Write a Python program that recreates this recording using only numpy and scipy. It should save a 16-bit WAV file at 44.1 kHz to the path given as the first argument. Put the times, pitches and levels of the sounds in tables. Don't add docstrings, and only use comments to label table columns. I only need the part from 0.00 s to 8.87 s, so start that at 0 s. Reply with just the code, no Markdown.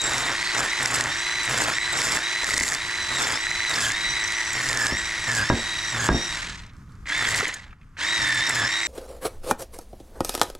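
import sys
import numpy as np
from scipy import signal
from scipy.fft import rfft, irfft, next_fast_len
from scipy.io import wavfile
from scipy.ndimage import uniform_filter1d

SR = 44100
rng = np.random.default_rng(int(sys.argv[2]) if len(sys.argv) > 2 else 0)


def ratio(d):
    e = np.asarray(d, float) / 20
    return 10 ** e


def dump_mix(stems):
    frames = np.atleast_2d(stems).T
    limited = np.clip(frames, -1, 1)
    pcm = np.round(limited * 32767).astype(np.int16)
    wavfile.write(sys.argv[1], SR, pcm)


N = 391166

# on t/s, off t/s
SWITCH_HELD = [
    (-1, 6.35),
    (7.052, 7.44),
    (7.964, 10),
]
COAST_S = (.4, .3, .4)
# t/s, tooth mesh f/Hz
BASE_MESH = [(0, 1922), (.06, 1922), (.2, 1917), (.28, 1907), (.37, 1917), (.44, 1991), (3.7, 1983),
             (4.1, 1953), (4.5, 1960), (5.0, 1931), (5.6, 1925), (6.3, 1907), (7.2, 1854), (8.1, 1923),
             (8.87, 1907)]
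# start t/s, length t/s, mesh drag f/Hz, flesh level/dB, steel level/dB
STROKES = [(0.014, 0.33, 44.89, -33.5, -49), (0.531, 0.14, 236.5, -31, -50), (0.781, 0.32, 289.2, -32, -39),
           (1.464, 0.27, 450.2, -32, -37.5), (1.912, 0.3, 299.7, -34.5, -44),
           (2.44, 0.11, 126.3, -40, -36.5), (2.532, .23, 446, -35.5, -35),
           (3.09, 0.13, 99.96, -40.5, -64.5), (3.174, 0.19, 430.4, -34, -48),
           (3.681, 0.24, 422.6, -38.5, -37.5), (4.525, 0.18, 99.85, -41.5, -45),
           (4.681, .24, 251.9, -35.5, -47), (5.26, 0.19, 434.7, -37, -43), (5.922, .17, 372, -35.5, -83),
           (7.189, 0.25, 249.8, -37.5, -41.5), (8.169, 0.26, 139.4, -46.5, -43),
           (8.471, 0.2, 219.8, -34, -52)]
# middle t/s, length t/s, extra mesh drag f/Hz
SPEED_BENDS = [(0.646, .17, 130), (1.16, 0.21, 50), (1.449, 0.13, 35), (1.987, 0.097, -45), (2.189, 0.11, -40),
               (2.273, .1, 20), (2.461, 0.047, 70), (3.731, 0.091, -35), (4.549, 0.058, 86), (5.286, 0.052, 29.5),
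               (6.0, 0.074, 60), (6.103, 0.097, -55), (7.152, 0.043, 40), (7.289, 0.11, 70), (7.42, .07, 230)]
# start t/s, length t/s, whine loss level/dB, beating flank gain level/dB
SLACK_SPANS = [
    (.34, .24, -3, 12.5),
    (7.303, 0.18, -4.5, 6.5),
    (8.47, 0.11, 0.5, 0),
]
# t/s, nearness level/dB, second and third overtone level/dB, weight on the table level/dB
TOOL_AIM = [(0, 0, 5.5, 10.5, -3.5), (.42, 5, -4.5, -5.5, 3), (.9, 4, -2.5, 3, 4.5), (1.3, 4, -2, 1, 11),
            (1.9, 4, 0, 3, 0), (2.25, 4.5, 0, -1, -6), (2.8, 1, -1, -4.5, -5.5), (3.2, 2.5, 3.5, 6, -1),
            (3.6, 3, 0.5, 2.5, -4.5), (4.2, 2.5, 3.5, 3.5, 14.5), (4.4, 2.5, -8, 5.5, -1.5),
            (5.1, 1.5, -5.5, 4.5, 6.5), (5.6, 1.5, 0, 5, 14.5), (6.3, 0, 1.5, 5.5, 9),
            (6.5, 10, -17, -2, -5.5), (7.2, 3.5, 1.5, -4, 4), (8.3, 6, 1, 3.5, 4.5),
            (8.87, 3, 1.5, 9, 11.5)]
# t/s, loaded mesh tone level/dB, shell ring level/dB
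TOOL_TURN = [(0, -8, -9), (1.3, -14, -4), (2.5, -24, 0), (3.4, -6, -3), (3.8, 8.5, 2), (4.7, 17.5, 4),
             (6.3, 6, -19), (7.2, 6, 11.5), (7.6, -12, 10.5), (8.3, 19.5, -2), (8.87, 5, 5)]
# order/drum turn, level/dB
BEATS = [(2, 1.5), (3, 1.5), (5, 1), (7, 0.1), (12, 1.5)]
# order/drum turn, level against the rattle/dB
SHAFT = [(16, -18), (29, -22.5), (34, -22)]
# f/Hz, level/dB per Hz
HOUSING = [(180, -66.5), (300, -9.5), (348, -20.5), (543, -19.5), (641, -17.5), (794, -21.5), (892, -7),
           (1260, -7.5), (1810, -0.5), (2930, -7.5), (4000, -6), (4650, -11.5), (7880, -13.5),
           (13600, -45.5), (15500, -100)]
# f/Hz, level/dB per Hz
FLESH = [(29, -48.5), (50, 5.5), (81, -41), (119, -4), (183, -15), (252, -6), (532, -7), (1630, -0.5),
         (3500, -16), (4550, -36.5), (7700, -120)]
# f/Hz, level/dB per Hz
STEEL = [(1530, -52), (2600, 12), (3400, 3), (3950, 5), (4730, 11.5), (5410, 6), (7740, 4.5), (8850, -3),
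         (10600, 0.5), (11600, -13), (13700, -19.5), (15500, -43.5)]
# f/Hz, level/dB, t60/s
STEEL_MODES = [(5840, -37, 0.0071), (7300, 17.5, 0.0073), (7910, 11.5, 0.01)]
# t/s, peak level/dB, low ring level against the high one/dB
SNAPS = [(0.0387, -16, -25), (0.068, -13, -20), (0.1339, -13, -12), (0.1805, -11, -21), (0.8578, -6.5, -5),
         (0.9855, -14.5, -14), (1.0088, -5, -6.5), (1.039, -8, -23), (1.9729, -13.5, -18),
         (2.0168, -9, -13.5), (2.4314, -16.5, -12), (2.4433, -10.5, -4), (3.2108, -20, 1),
         (3.3222, -16, -20), (3.8064, -14, -31), (3.9188, -9.5, -28), (4.3215, -13.5, -8.5),
         (4.6361, -29, -16), (4.6879, -10, -14), (4.6935, -11.5, -11), (4.7119, -17.5, -7),
         (4.7294, -9.5, -14), (4.7405, -23, -10), (4.7727, -8, -12), (4.8568, -21.5, -21),
         (4.8675, -4, -21), (4.881, -18.5, -14), (5.3158, -11, -16), (5.35, -10, -22), (5.3678, -10, -24),
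         (7.229, -18.5, 1), (7.2729, -18, 1.5), (7.29, -24, 1.5), (7.3065, -20, -2.5), (7.3455, -12.5, 0),
         (7.401, -19.5, -0.5), (7.4647, -29, 7)]
# t/s, peak level/dB, low ring level against the high one/dB
FIN_CHATTER = [(2.506, -30, 15), (2.52, -23, 4.5), (2.5358, -15, 0), (2.5405, -8, -5.5), (2.5455, -16, -8),
               (2.555, -27.5, 5), (2.5652, -10.5, -7), (2.568, -15, 0), (2.5738, -10, -5),
               (2.5765, -11, -9), (2.579, -3.5, -16), (2.59, -17.5, 10.5), (2.5975, -23, 11),
               (2.5998, -4, -18), (2.6082, -9, 2.5), (2.616, -26, 10), (2.6255, -21, 3),
               (2.6345, -3.5, -4.5), (2.649, -16, -6), (2.6585, -25.5, -3), (2.668, -18.5, 2),
               (2.679, -8.5, -8), (2.6874, -5, -17), (2.699, -15, -7), (2.7105, -23.5, -9),
               (2.7205, -18, 6.5), (2.7275, -24, 2), (2.7328, -8.5, -10), (2.739, -9, -9),
               (2.748, -12.5, -12)]
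# t/s, peak level/dB, pitch f/Hz
CRACKLE = [(0.015, -7.5, 7350), (0.115, -21.5, 7100), (0.2608, -29.5, 7500), (0.3017, -27, 5160),
           (0.3197, -28, 7400), (0.378, -24, 4360), (0.547, -16.5, 8100), (0.5756, -13.5, 7000),
           (0.6005, -26, 7150), (0.6474, -32, 5855), (0.6544, -26, 7500), (0.7855, -25, 5760),
           (0.8275, -10, 7840), (0.909, -10, 7253), (1.432, -13, 7760), (1.4515, -12.5, 7910),
           (1.495, -12.5, 7800), (1.5274, -21, 5393), (1.5664, -14, 5200), (1.5753, -12, 8100),
           (1.5954, -22, 7440), (1.6154, -10, 8044), (1.6294, -17, 6320), (1.6774, -21, 7534),
           (1.728, -20, 6670), (1.925, -12.5, 7560), (2.0505, -27, 7937), (2.0926, -14, 5230),
           (2.1201, -9, 5160), (2.167, -20, 7910), (3.2201, -9, 7270), (3.242, -10, 5070),
           (3.3017, -16, 4916), (3.5054, -15, 5878), (3.6944, -14.5, 7403), (3.7165, -22, 7115),
           (3.7394, -6, 4567), (3.7574, -10.5, 5360), (3.7868, -27, 7500), (4.2762, -12, 5844),
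           (4.5298, -10.5, 7073), (4.79, -24.5, 7207), (4.8085, -15, 6820), (5.2754, -18.5, 7570),
           (5.4917, -9.5, 5500), (5.9621, -19, 5273), (6.0661, -12.5, 7180), (7.1766, -14, 7194),
           (7.3065, -16.5, 6500), (7.3582, -11, 8340), (7.4004, -16.5, 5850), (7.4794, -11.5, 7000),
           (8.1386, -20, 5743), (8.2878, -17, 8740), (8.3224, -24, 5295), (8.3449, -13, 8100),
           (8.4677, -13.5, 5537), (8.4924, -6, 7488), (8.5094, -10, 7740), (8.528, -25, 7312)]
# t/s, peak level/dB, hardness level/dB
KNOCKS = [(2.432, -24, 24), (2.538, -20, -5), (2.578, -17, 4), (2.608, -13, -4), (4.921, -17.5, -10.5),
          (5.5001, -3.5, -2.5), (5.5104, -5, -8), (5.522, -11, -13), (6.0892, -3, -3.5), (6.099, -9.5, 0),
          (6.106, -11, -9.5), (6.116, -7.5, -11), (6.1438, -11, -20), (6.471, -34.5, -15), (7.03, -48, -11),
          (7.399, -26, -15), (7.467, -27.5, -2.5)]
# f/Hz, level/dB, t60/s
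TABLE_MODES = [(61.4, 4, 0.14), (115.34, 3, 0.12), (185, 3, 0.069), (232.6, -5.5, 0.25), (274.24, 0, 0.13),
               (310, 5, 0.044), (350, -6.5, 0.31), (502, -12.5, 0.094), (680, 5, 0.059), (980, -23, 0.032),
               (957, 4.5, 0.056), (1060, -8.5, 0.041), (1630, 4.5, 0.11)]
# t/s, peak level/dB, pitch f/Hz
TICKS = [(6.6634, -45, 5191), (6.766, -52, 1710), (6.8922, -48, 3680), (6.9199, -53, 4470),
         (6.9529, -53, 5000), (7.0266, -41.5, 1204), (7.056, -22, 1996), (7.4, -9.5, 2050),
         (7.406, -6, 1391), (7.428, -14.5, 397.8), (7.4655, -11, 1896), (7.4795, -27, 8440),
         (7.484, -22, 500.3), (7.492, -12, 1800), (7.5403, -15, 6996), (7.5874, -36, 2100),
         (7.646, -38, 3606), (7.6664, -42, 1930), (7.6764, -44, 2110), (7.7075, -35, 2480),
         (7.7089, -40, 1600), (7.7174, -50, 2240), (7.727, -32, 1296), (7.728, -38, 2301),
         (7.7848, -60, 4530), (7.8127, -42, 2300), (7.8135, -56, 3220), (7.8207, -50, 2600),
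         (7.8296, -44, 2310), (7.8915, -59, 7140), (7.9681, -22, 1800)]
# t/s, peak level/dB, low ring level against the high one/dB
PATTER = [(6.575, -38, -15), (6.62, -41, -8), (6.665, -42, -12), (6.734, -49, -15), (6.766, -46, -15),
          (6.823, -55, -20), (6.862, -59, -20), (6.92, -49, -20), (6.953, -46, -20), (7.01, -59, -10),
          (7.5403, -34, -23)]
# f/Hz, level/dB per Hz
YARD = [(12, -33), (20, -4.5), (49, -9.5), (70, -8), (147, -13.5), (169, -13.5), (235, -21), (357, -33),
        (720, -49.5), (1200, -31), (1900, -40.5), (2850, -51), (6530, -50.5), (15000, -65)]
# t/s, level/dB
BREEZE = [(0, -2.5), (6.6, 4), (6.8, 0.5), (7.0, 3), (7.6, 2.5), (7.85, -3.5), (8.87, 0)]
# f/Hz, left-right level/dB
PORT_LEAN = [(60, -0.5), (380, -0.5), (2380, -1.0), (15000, 0)]
# f/Hz, phase/rad
PORT_LEAD = [(0, 0.58), (1380, -0.3), (2150, -0.58), (3190, -0.97), (5680, -0.19), (8180, -0.47),
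             (11900, -0.07), (15300, 0.0)]
# f/Hz, level against the direct/dB
SCATTER = [(60, -21), (400, -43), (1200, -15), (3000, -13), (6000, -10), (9000, -15.5), (14000, -4)]

TEETH, RIBS = 90, 6
REST_HZ = 199.5
SING = 1.7


def motor():
    mesh_hz, drag, slow_db, driven = spin()
    near_db, tilt_db, upper_db, _ = columns(TOOL_AIM)
    loss_db, flank_db = slack()
    load = pressure()
    rattle_db = -26 + near_db - 2.1 * drag + slow_db
    second_db = -37.5 + near_db + tilt_db - 6.5 * drag + SING * slow_db + loss_db
    third_db = -48.5 + near_db + upper_db + 2 * drag + SING * slow_db + loss_db
    turns = np.cumsum(mesh_hz / TEETH) / SR
    sag = np.clip((1960 - mesh_hz) / 300, 0, 2)

    beats_db = 1.1 * np.minimum(sag, 1) * np.cos(2 * np.pi * RIBS * turns)
    for order, db in BEATS:
        slip = 0.35 * drift(size=3000)
        beats_db += db * np.cos(2 * np.pi * (order * turns + rng.random()) + slip)
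    flaws = rng.standard_normal(2048)
    repeats = evened(flaws[(turns % 1 * 2048).astype(int)])
    repeating = 0.85 - 0.4 * load
    drive = np.sqrt(repeating) * repeats + np.sqrt(1 - repeating) * rng.standard_normal(N)
    rattle = coloured(drive * ratio(1.05 * beats_db + 1.2 * drift(size=120)), HOUSING, 1400, 2600)
    jolts = drive * ratio(1.55 * beats_db + 2.0 * drift(size=110) + 1.5 * drift(size=1500))

    mesh_db, shell_db = columns(TOOL_TURN)
    shell_hz = 1920 + 75 * drift(size=900)
    loose_ring = 0.98
    shell = evened(resonate(resonate(jolts, shell_hz, 400), shell_hz, 400))
    shell *= ratio(shell_db - 11.0) * (loose_ring + (1 - loose_ring) * driven)

    seated = driven * np.clip((mesh_hz - 1400) / 150, 0, 1)
    fuzz = evened(resonate(resonate(jolts, mesh_hz, 160), mesh_hz, 210))
    fuzz *= ratio(-4.0 + 1.8 * slow_db + (3.0 + mesh_db) * sag) * seated

    flank_hz = mesh_hz * (2 + 16 / TEETH)
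    flank = ratio(flank_db - 14.5) * evened(resonate(resonate(drive, flank_hz, 220), flank_hz, 220))

    nick = np.diff(np.floor(turns), prepend=0)
    nick_ring = ring([(3260, 6.0, 0.004), (2630, -12.0, 0.015)], size=900)
    tick = ratio(-23.5) * evened(signal.oaconvolve(nick, nick_ring)[:N])

    slaps = np.floor(5 * turns + 0.09 * drift(size=500))
    slap_db = np.array([5.5, -4.0, 2.5, 1.5, -4.0])[slaps.astype(int) % 5]
    sizes = ratio(slap_db + 2.94 * rng.standard_normal(N))
    struck = sizes * rng.choice([-1., 1.], N) * (np.diff(slaps, prepend=0) > 0)
    lash = ratio(0.29 * shell_db) * evened(resonate(resonate(struck, shell_hz, 370), shell_hz + 60, 375))

    shaft = sum(ratio(db) * np.sqrt(2) * np.sin(2 * np.pi * order * turns) for order, db in SHAFT)
    out = ratio(rattle_db - 10.0) * (rattle + shell + fuzz + driven * (shaft + flank + tick + lash))

    overtones = [
        (2, second_db, 0.45, 1.15),
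        (3, third_db + 0.6 * beats_db, 1.15, 0.6),
        (4, third_db - 5.0 + 0.6 * beats_db, 1.4, 0.5)]
    for order, db, smear, strain in overtones:
        phase = 2 * np.pi * order * TEETH * turns + (smear + strain * load) * drift(size=110)
        unsteady_db = 2.9 * drift(size=250) + 1.6 * (order - 1) * drift(size=1800)
        out += driven * ratio(db + unsteady_db) * np.sqrt(2) * np.sin(phase)
    return out, turns


def spin():
    t = np.arange(N) / SR
    base_hz, = columns(BASE_MESH)
    keep = np.exp(-1 / (0.045 * SR))
    drag_hz = signal.lfilter([1 - keep], [1, -keep], contact()[0])
    for s, length, hz in SPEED_BENDS:
        drag_hz = drag_hz + hz * np.cos(np.pi * np.clip((t - s) / length, -0.5, 0.5)) ** 2

    start_s, hush_s = 0.03, 0.15
    friction_hz = 600.7
    bare_hz, driven = np.full(N, REST_HZ), np.zeros(N)
    for (on, off), coast in zip(SWITCH_HELD, COAST_S):
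        rise = 1 - np.exp(-np.clip(t - on, 0, 1) / start_s)
        fall = np.exp(-np.maximum(t - off, 0) / coast)
        bare_hz = np.maximum(bare_hz, (base_hz * rise + friction_hz) * fall - friction_hz)
        driven = np.maximum(driven, (t > on) * np.clip(1 - (t - off) / hush_s, 0, 1))
    held = sum((t > on) & (t <= off) for on, off in SWITCH_HELD)
    slow_db = 58 * np.log10(bare_hz / base_hz) * (1 - 0.32 * held)
    return np.maximum(bare_hz - drag_hz, REST_HZ), drag_hz / 300, slow_db, driven


def slack():
    t, out = np.arange(N) / SR, np.zeros((2, N))
    for s, length, loss_db, gain_db in SLACK_SPANS:
        span = np.clip(np.minimum(t - s, s + length - t) / 0.057, 0, 1)
        out += np.array([[loss_db], [gain_db]]) * span
    return out


def rasp(turns):
    idle = ratio(np.array([[-48], [-41], [-73]]))
    tremble = ratio(0.5 * np.array([drift(size=1500), drift(size=1100), drift(size=2000)]))
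    slowing_db = np.array([[0.38], [1.0], [0.3]]) * spin()[2]
    flesh_db, steel_db, throb_db = 20 * np.log10(idle + contact()[1:4] * tremble) + slowing_db
    throb_db = throb_db + columns(TOOL_AIM)[3]

    rib = RIBS * turns + 0.11 * drift(size=500)
    burst = 0.6 + np.exp(-(rib % 1) / 0.35) * ratio(2.0 * drift(size=300))
    skin = burst * (grit(1500, 0.84) + 0.8 * rng.standard_normal(N))
    flesh = coloured(skin, FLESH, 336, 840)

    load = pressure()
    flying = (0.3 + 0.6 * load) * grit(2500, 3.2) + rng.standard_normal(N)
    scales = burst * fits(np.ones(N)) ** load * flying
    steel = coloured(scales, STEEL, 7520, 8220)
    for mode in STEEL_MODES:
        part = evened(signal.oaconvolve(fits(scales), ring([mode], size=900))[:N])
        steel += (0.054 + 0.5 * load) * ratio(mode[1]) * part
    turns_per_s = np.gradient(turns) * SR
    steel *= np.clip((turns_per_s - 5.5) / 7, 0.05, 1)

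    throb = np.sqrt(2) * (np.sin(2 * np.pi * rib) + 0.37 * np.sin(4 * np.pi * rib))
    return ratio(flesh_db - 5.5) * flesh + ratio(steel_db - 13.5) * steel + ratio(throb_db + 1.0) * throb


def contact():
    bite_s, lift_s = 0.027, 0.05
    heavy_hz = 794.5
    dig = 0.92
    out = np.zeros((5, N))
    for s, length, drag_hz, flesh_db, steel_db in STROKES:
        t = np.arange(0, length + lift_s / 2, 1 / SR)
        along = t / t[-1]
        touch = np.clip(np.minimum(t / bite_s, (t[-1] - t) / lift_s), 0, 1)
        flesh, steel, throb = ratio(np.array([flesh_db, steel_db, -46 - drag_hz / 300]))
        drag = drag_hz * (1 - drag_hz / heavy_hz * (1 - along)) * (t < length - lift_s / 2)
        swell = np.sin(np.pi * along)
        rasping = flesh * touch * (dig + (1 - dig) * along)
        out[:, round(s * SR):][:, :len(t)] += [drag, rasping, steel * swell, throb * touch, swell]
    return out


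def pressure():
    _, flesh, _, _, swell = contact()
    firmness = np.clip((20 * np.log10(flesh + 1e-6) + 47) / 11, 0, 1)
    return firmness * np.minimum(1.25 * swell, 1)


def fits(x):
    return x * ratio(3.5 * np.minimum(drift(size=700), 1.3))


def snaps(rows):
    size = 900
    out, t = np.zeros(N + size), np.arange(size) / SR
    chance = rng.standard_normal((len(rows), size))
    high = signal.butter(3, [3800, 8400], "bandpass", fs=SR)
    swell = 1 - np.exp(-(t / 0.0006) ** 2)
    soft_edge = 1 - np.exp(-(t / 0.0014) ** 2)
    modes = [(1960, 3, 0.016), (1600, -5, 0.01), (2500, -7, 0.01)]
    for (s, peak_db, low_db), z in zip(rows, chance):
        release = 2.5 * np.sign(z[0]) * (np.arange(size) == 36)
        crack = signal.lfilter(*high, z * swell * ratio(-60 * t / 0.009) + release)
        low = soft_edge * ring(modes, size=size, detune=1 + 0.045 * z[1])
        snap = crack / abs(crack).max() + ratio(low_db) * low / abs(low).max()
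        out[round(s * SR):][:size] += ratio(peak_db) * snap
    return out[:N]


def crackle(rows):
    size = 700
    out, t = np.zeros(N + size), np.arange(size) / SR
    chance = rng.standard_normal((len(rows), size))
    for (s, peak_db, hz), z in zip(rows, chance):
        puff = z * np.minimum(t / 0.00074, 1) * ratio(-60 * t / 0.03)
        grain = resonate(resonate(puff, hz, 150 + 0.09 * hz), hz, 300 + 0.66 * hz)
        out[round(s * SR):][:size] += ratio(peak_db - 7.5) * grain / abs(grain).max()
    return out[:N]


def knocks():
    size = 9000
    out, t = np.zeros(N), np.arange(size) / SR
    chance = rng.standard_normal((len(KNOCKS), size))
    dull = signal.butter(2, 600, fs=SR)
    sweep_hz = 330 + 1700 * np.exp(-t / 0.00125)
    slap = np.sin(2 * np.pi * np.cumsum(sweep_hz) / SR)
    for (s, peak_db, hard_db), z in zip(KNOCKS, chance):
        boom = np.zeros(size)
        for turn, mode in zip(z, TABLE_MODES):
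            sign = np.sign(turn) if mode[0] < 400 else 1
            boom += sign * ratio(hard_db * (mode[0] > 400)) * ring([mode], size=size)
        loose_gear = evened(signal.lfilter(*dull, z))
        boom += ratio(-3.5 - 60 * t / 0.28) * np.minimum(t / 0.00077, 1) * loose_gear
        boom *= np.minimum(t / 0.002, 1)
        boom -= ratio(13.0 + hard_db - 60 * t / 0.03) * np.minimum(t / 0.00035, 1) * slap
        out[round(s * SR):][:size] += ratio(peak_db) * boom / abs(boom).max()
    return out


def yard():
    level_db = -47.5 + columns(BREEZE)[0] + 2.5 * drift(size=2500)
    return ratio(level_db) * coloured(rng.standard_normal(N), YARD)


def ports(x):
    t, size = np.arange(500) / SR, next_fast_len(N)
    paths = rng.standard_normal((3, 500)) * ratio(-60 * t / 0.0036)
    scattered = sum(drift(size=900) * signal.oaconvolve(x, path)[:N] for path in paths)
    scattered = scattered * np.std(x) / np.std(scattered)
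    hz = np.fft.rfftfreq(size, 1 / SR)
    direct = rfft(x, size)
    side = rfft(scattered, size) * ratio(read(SCATTER, hz))
    lean = ratio(read(PORT_LEAN, hz) / 2) * np.exp(0.5j * read(PORT_LEAD, hz))
    return irfft(np.array([(direct + side) * lean, (direct - side) / lean]), size)[:, :N]


def evened(x):
    return x / np.sqrt(np.mean(x ** 2) + 1e-20)


def read(points, hz):
    f, value = np.transpose(points)
    return np.interp(np.log(hz + 1), np.log(f + 1), value)


def columns(rows):
    s, *rest = np.transpose(rows)
    return [np.interp(np.arange(N) / SR, s, c) for c in rest]


def coloured(x, points, lo_hz=0, hi_hz=30000):
    hz = abs(np.fft.fftfreq(4096, 1 / SR))
    gain = ratio(np.maximum(read(points, hz), -100))
    phase = -signal.hilbert(np.log(gain)).imag
    taps = np.fft.ifft(gain * np.exp(1j * phase)).real[:2048]
    inside = (hz > lo_hz) & (hz < hi_hz)
    share = np.sum(gain[inside] ** 2) / np.sum(gain ** 2)
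    return evened(signal.oaconvolve(x, taps)[:N]) / np.sqrt(share)


def resonate(x, hz, width):
    turn = np.exp(2j * np.pi * np.cumsum(hz * np.ones(len(x))) / SR)
    r = np.exp(-np.pi * width / SR)
    return 2 * (turn * signal.lfilter([1 - r], [1, -r], x / turn)).real


def ring(modes, size, detune=1):
    t = np.arange(size) / SR
    return sum(ratio(db - 60 * t / t60) * np.sin(2 * np.pi * hz * detune * t) for hz, db, t60 in modes)


def drift(size):
    return evened(uniform_filter1d(uniform_filter1d(rng.standard_normal(N), size), size))


def grit(per_s, spread_db):
    size = ratio(spread_db * np.minimum(rng.exponential(1, N), 3.5)) * rng.choice([-1., 1.], N)
    return evened(size * (rng.random(N) < per_s / SR))


def scene():
    whine, turns = motor()
    torn = snaps(SNAPS) + snaps(FIN_CHATTER) + crackle(CRACKLE)
    loose = snaps(PATTER) + crackle(TICKS)
    return ports(whine + rasp(turns) + torn + loose + knocks() + yard())


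def band_limit(x):
    return signal.sosfilt(signal.butter(12, 15770, fs=SR, output="sos"), x)


def record(dry):
    sensed = signal.lfilter(*signal.butter(2, 900, "high", fs=SR), dry.mean(0))
    power = signal.lfilter(np.ones(44) / 44, 1, sensed ** 2)
    power_db = 10 * np.log10(abs(power) + 1e-12)
    fall = np.arange(N) * 101.0 / SR
    held_db = np.maximum.accumulate(power_db + fall) - fall
    over_db = np.maximum(held_db + 20.0, 0)
    ducked = dry / ratio(0.8 * signal.lfilter([0.02], [1, -0.98], over_db))
    narrow = signal.oaconvolve(ducked, signal.firwin(255, 14700, fs=SR)[None], "same")
    return band_limit(narrow)


dry = scene()
out = record(dry)
dump_mix(out)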